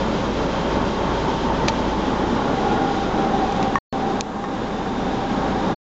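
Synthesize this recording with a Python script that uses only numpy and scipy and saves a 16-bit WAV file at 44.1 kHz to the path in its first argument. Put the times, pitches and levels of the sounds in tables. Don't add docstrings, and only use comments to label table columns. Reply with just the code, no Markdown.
import sys
import numpy as np
from scipy import signal
from scipy.fft import rfft, irfft, next_fast_len
from scipy.io import wavfile
from scipy.ndimage import minimum_filter1d, map_coordinates

SR = 44100
rng = np.random.default_rng(int(sys.argv[2]) if len(sys.argv) > 2 else 0)


def master_out(mix):
    frames = np.transpose(np.atleast_2d(mix))
    ceiling = np.clip(frames, -1, 1)
    pcm = np.round(ceiling * 32767).astype(np.int16)
    wavfile.write(sys.argv[1], SR, pcm)


N = 257984


def amp(db):
    return 10 ** (np.asarray(db) / 20)


def unit(x):
    return x / np.sqrt(np.mean(x ** 2) + 1e-20)


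def clock():
    return np.arange(N) / SR


def curves(rows):
    times, *columns = np.transpose(rows)
    return [np.interp(clock(), times, column) for column in columns]


def wobble(rate):
    points = rng.standard_normal(int(N * rate / SR) + 4)
    return map_coordinates(points, [clock() * rate])


def filtered(x, response):
    size = next_fast_len(N + SR // 2)
    return irfft(rfft(x, size) * response(np.fft.rfftfreq(size, 1 / SR)), size)[:N]


def noise(spectrum):
    row_hz, db = np.transpose(spectrum)
    shape = lambda hz: amp(np.interp(np.log(hz + 1), np.log(row_hz), db))
    return unit(filtered(rng.standard_normal(N), shape))


def resonance(centre_hz, width_hz):
    phase = 2 * np.pi * np.cumsum(centre_hz * np.ones(N)) / SR
    keep_slow = lambda hz: 1 / (1 + (hz / width_hz) ** 2)
    swirl_a, swirl_b = [filtered(rng.standard_normal(N), keep_slow) for _ in range(2)]
    return unit(swirl_a * np.cos(phase) + swirl_b * np.sin(phase))


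def place(sound, start_s):
    return np.pad(sound, (round(start_s * SR), N))[:N]


def strike(start_s, tones, bright_db, pivot_hz=4000):
    t = np.arange(SR // 5) / SR
    ring = 0
    for k, (hz, db, fade_s) in enumerate(tones):
        level = amp(db + bright_db * np.log2(hz / pivot_hz) - 60 * t / fade_s)
        ring += level * np.sin(2 * np.pi * hz * t) * (-1) ** k
    return place(ring, start_s)


# time in seconds, level in dB.
ENGINE_BOOM = [(0, -33.5), (2.15, -32.5), (2.6, -43), (3.4, -37.5), (4.1, -47), (4.9, -40.5), (5.6, -37)]

def engine(firing_hz=27.15, firing_db=-39.5, hum_hz=51.7, hum_db=-43, drift=0.0025):
    phase = 2 * np.pi * np.cumsum(firing_hz * (1 + drift * wobble(3.0))) / SR
    firing = amp(firing_db + 0.6 * wobble(5.4)) * np.sin(phase)
    boom_db, = curves(ENGINE_BOOM)
    boom = amp(boom_db) * np.sin(2 * phase)
    hum = amp(hum_db) * np.sin(2 * np.pi * hum_hz * clock())
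    return np.sqrt(2) * (firing + boom + hum)


def scuff(start_s, db, fade_s=0.038, band_hz=(2400, 5000)):
    t = np.arange(SR // 10) / SR
    band = signal.butter(2, band_hz, "bandpass", fs=SR, output="sos")
    rub = unit(signal.sosfilt(band, rng.standard_normal(len(t))))
    return place(amp(db - 60 * t / fade_s) * rub, start_s)


# pitch in Hz, level in dB, seconds to fade by 60 dB.
CASE_TONES = [(625, -12, 0.018), (1153, -7.5, 0.0072), (1970, -4, 0.0047), (2530, -4.5, 0.013),
              (3950, -1.5, 0.0069), (4970, -4.5, 0.0066), (5860, -5.5, 0.008), (6360, -0.5, 0.0045),
              (10970, 0, 0.0064)]
# start in seconds, level in dB, brightness in dB per octave,
# scuff level in dB relative to the touch, dB lost at each bounce.
CASE_TOUCHES = [(1.6794, -26.5, -4.5, -3.5, 3.5), (1.6833, -13.5, -4, -1, 5), (1.6933, -27, -1, -6.5, 2.5),
                (3.5228, -25.5, -2.5, -6.5, 16.5), (3.5645, -28.5, 0.5, -8.5, 11.5),
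                (3.6277, -23.5, -5, -5.5, 13), (4.2089, -4.5, 3, -18, 14)]

def case_clicks(hits=4, bounce_s=0.0017):
    clicks = np.zeros(N)
    for start_s, db, bright_db, scuff_db, loss_db in CASE_TOUCHES:
        clicks += scuff(start_s, db + scuff_db)
        for k in range(hits):
            clicks += amp(db - loss_db * k) * strike(start_s + k * bounce_s, CASE_TONES, bright_db)
    return clicks


# pitch in Hz, level in dB, seconds to fade by 60 dB.
PANEL_TONES = [(790, -14.5, 0.03), (1101, 1.5, 0.033), (1078, -13.5, 0.16), (1610, -27.5, 0.15),
               (1818, -14.5, 0.14), (2000, -12, 0.016), (2940, -25, 0.013), (5670, -27.5, 0.032)]
# start in seconds, level in dB, brightness in dB per octave.
PANEL_KNOCKS = [(3.7562, -1.5, 0.5), (4.4399, -7.5, 3)]

def panel_knocks():
    return sum(amp(db) * strike(start_s, PANEL_TONES, bright_db)
               for start_s, db, bright_db in PANEL_KNOCKS)


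# pitch in Hz, width in Hz, top level in dB,
# time of that top in seconds, seconds from there to half strength.
CABIN_NOTES = [(206.5, 20, -31, 5.2, 4.1), (265.3, 30, -32.5, 2.7, 1.2), (257, 17, -33.5, 5.2, 0.8),
               (319.3, 29, -32.5, 3.0, 1.0), (406.5, 32, -35, 3.8, 3.4), (557.3, 35, -33, 0.6, 1.4),
               (737, 18, -31, 3.45, 0.11), (835, 26, -30, 2.7, 0.17), (925, 22, -40, 5.9, 1.4),
               (1099, 44, -39, 2.7, 4), (1416, 39, -38, 2.8, 0.38), (1626, 41, -45, 5.8, 3),
               (3183, 67, -47, 1.3, 1.6), (3640, 190, -46.5, 6, 4.3)]

def cabin_ring():
    ring = np.zeros(N)
    for hz, width_hz, db, passing_s, span_s in CABIN_NOTES:
        nearness = 1 / (1 + ((clock() - passing_s) / span_s) ** 2)
        ring += amp(db) * nearness * resonance(hz, width_hz)
    return ring


# frequency in Hz, relative level in dB.
HISS_COLOUR = [(600, -30), (1600, -4), (2400, -1), (3300, 0.5), (4100, -2.5), (4800, -5.5), (5700, -9),
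               (6800, -12), (7400, -19.5), (8000, -20)]

def slat_hiss(vents_db=-37, dials_db=-39, swing_s=2.86, ease_s=0.47, flutter_db=0.8):
    swing = (1 + np.tanh((clock() - swing_s) / (2 * ease_s))) / 2
    level_db = vents_db + (dials_db - vents_db) * swing
    return amp(level_db + flutter_db * wobble(23)) * noise(HISS_COLOUR)


# time in seconds, pitch in Hz, level in dB.
VENT_NOTE_PATH = [(0, 905.6, -43), (0.8, 909, -36.5), (1.35, 906, -31), (2.05, 871, -30.5),
                  (2.45, 835, -37.5), (2.9, 822, -54)]

def vent_note(width_hz=38):
    hz, db = curves(VENT_NOTE_PATH)
    return amp(db) * resonance(hz, width_hz)


# time in seconds, level in dB.
DIAL_NOTE_LEVELS = [(0, -39.5), (2.2, -40.5), (2.45, -31), (2.7, -24), (3.05, -29), (3.4, -24),
                    (3.7, -26.5), (4.15, -26), (4.5, -29), (5.7, -30.5)]

def dial_note(hz=784, width_hz=30):
    db, = curves(DIAL_NOTE_LEVELS)
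    return amp(db) * resonance(hz, width_hz)


# frequency in Hz, relative level in dB.
RUSH_COLOUR = [(20, -19.5), (40, -21), (85, -7), (145, -4.5), (200, 0), (235, -0.5), (290, -1.5), (480, -5),
               (620, -7), (700, -9.5), (780, -10), (880, -5.5), (1100, -12), (1400, -14.5), (2100, -24),
               (4000, -51)]

def duct_rush(db=-22.5, flutter_db=1.0):
    return amp(db + flutter_db * wobble(14)) * noise(RUSH_COLOUR)


def scene():
    idle = engine()
    fan = duct_rush() + slat_hiss() + cabin_ring() + vent_note() + dial_note()
    return (idle + fan + case_clicks() + panel_knocks())[None]


def limiter(x, ceiling_db=-5, hold_s=0.07, release_s=0.49):
    excess_db = np.maximum(20 * np.log10(np.abs(x) + 1e-9) - ceiling_db, 0)
    half = int(hold_s * SR / 2)
    held_db = -minimum_filter1d(-excess_db, 2 * half + 1, origin=half, mode="constant")
    fade = np.exp(-clock() / release_s)
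    cut_db = fade * np.maximum.accumulate(held_db / fade)
    return x * amp(-cut_db)


# start in seconds, end in seconds, fade-out in seconds.
SOUND_ON = [(-1, 3.787, .002), (3.927, 5.748, .025)]

def record(dry, hiss_db=-49, notch_hz=4390, notch_width_hz=60, top_hz=8100):
    t = clock()
    on = sum((t >= start) * np.clip((end - t) / fade, 0, 1) for start, end, fade in SOUND_ON)
    notch = lambda hz: np.abs(hz - notch_hz) / np.hypot(hz - notch_hz, notch_width_hz)
    treble_cut = lambda hz: np.clip((top_hz - hz) / 900, 0, 1)
    sound = limiter(dry[0]) + amp(hiss_db) * rng.standard_normal(N)
    return filtered(sound * on, lambda hz: notch(hz) * treble_cut(hz))[None]


dry = scene()
out = record(dry)
master_out(out)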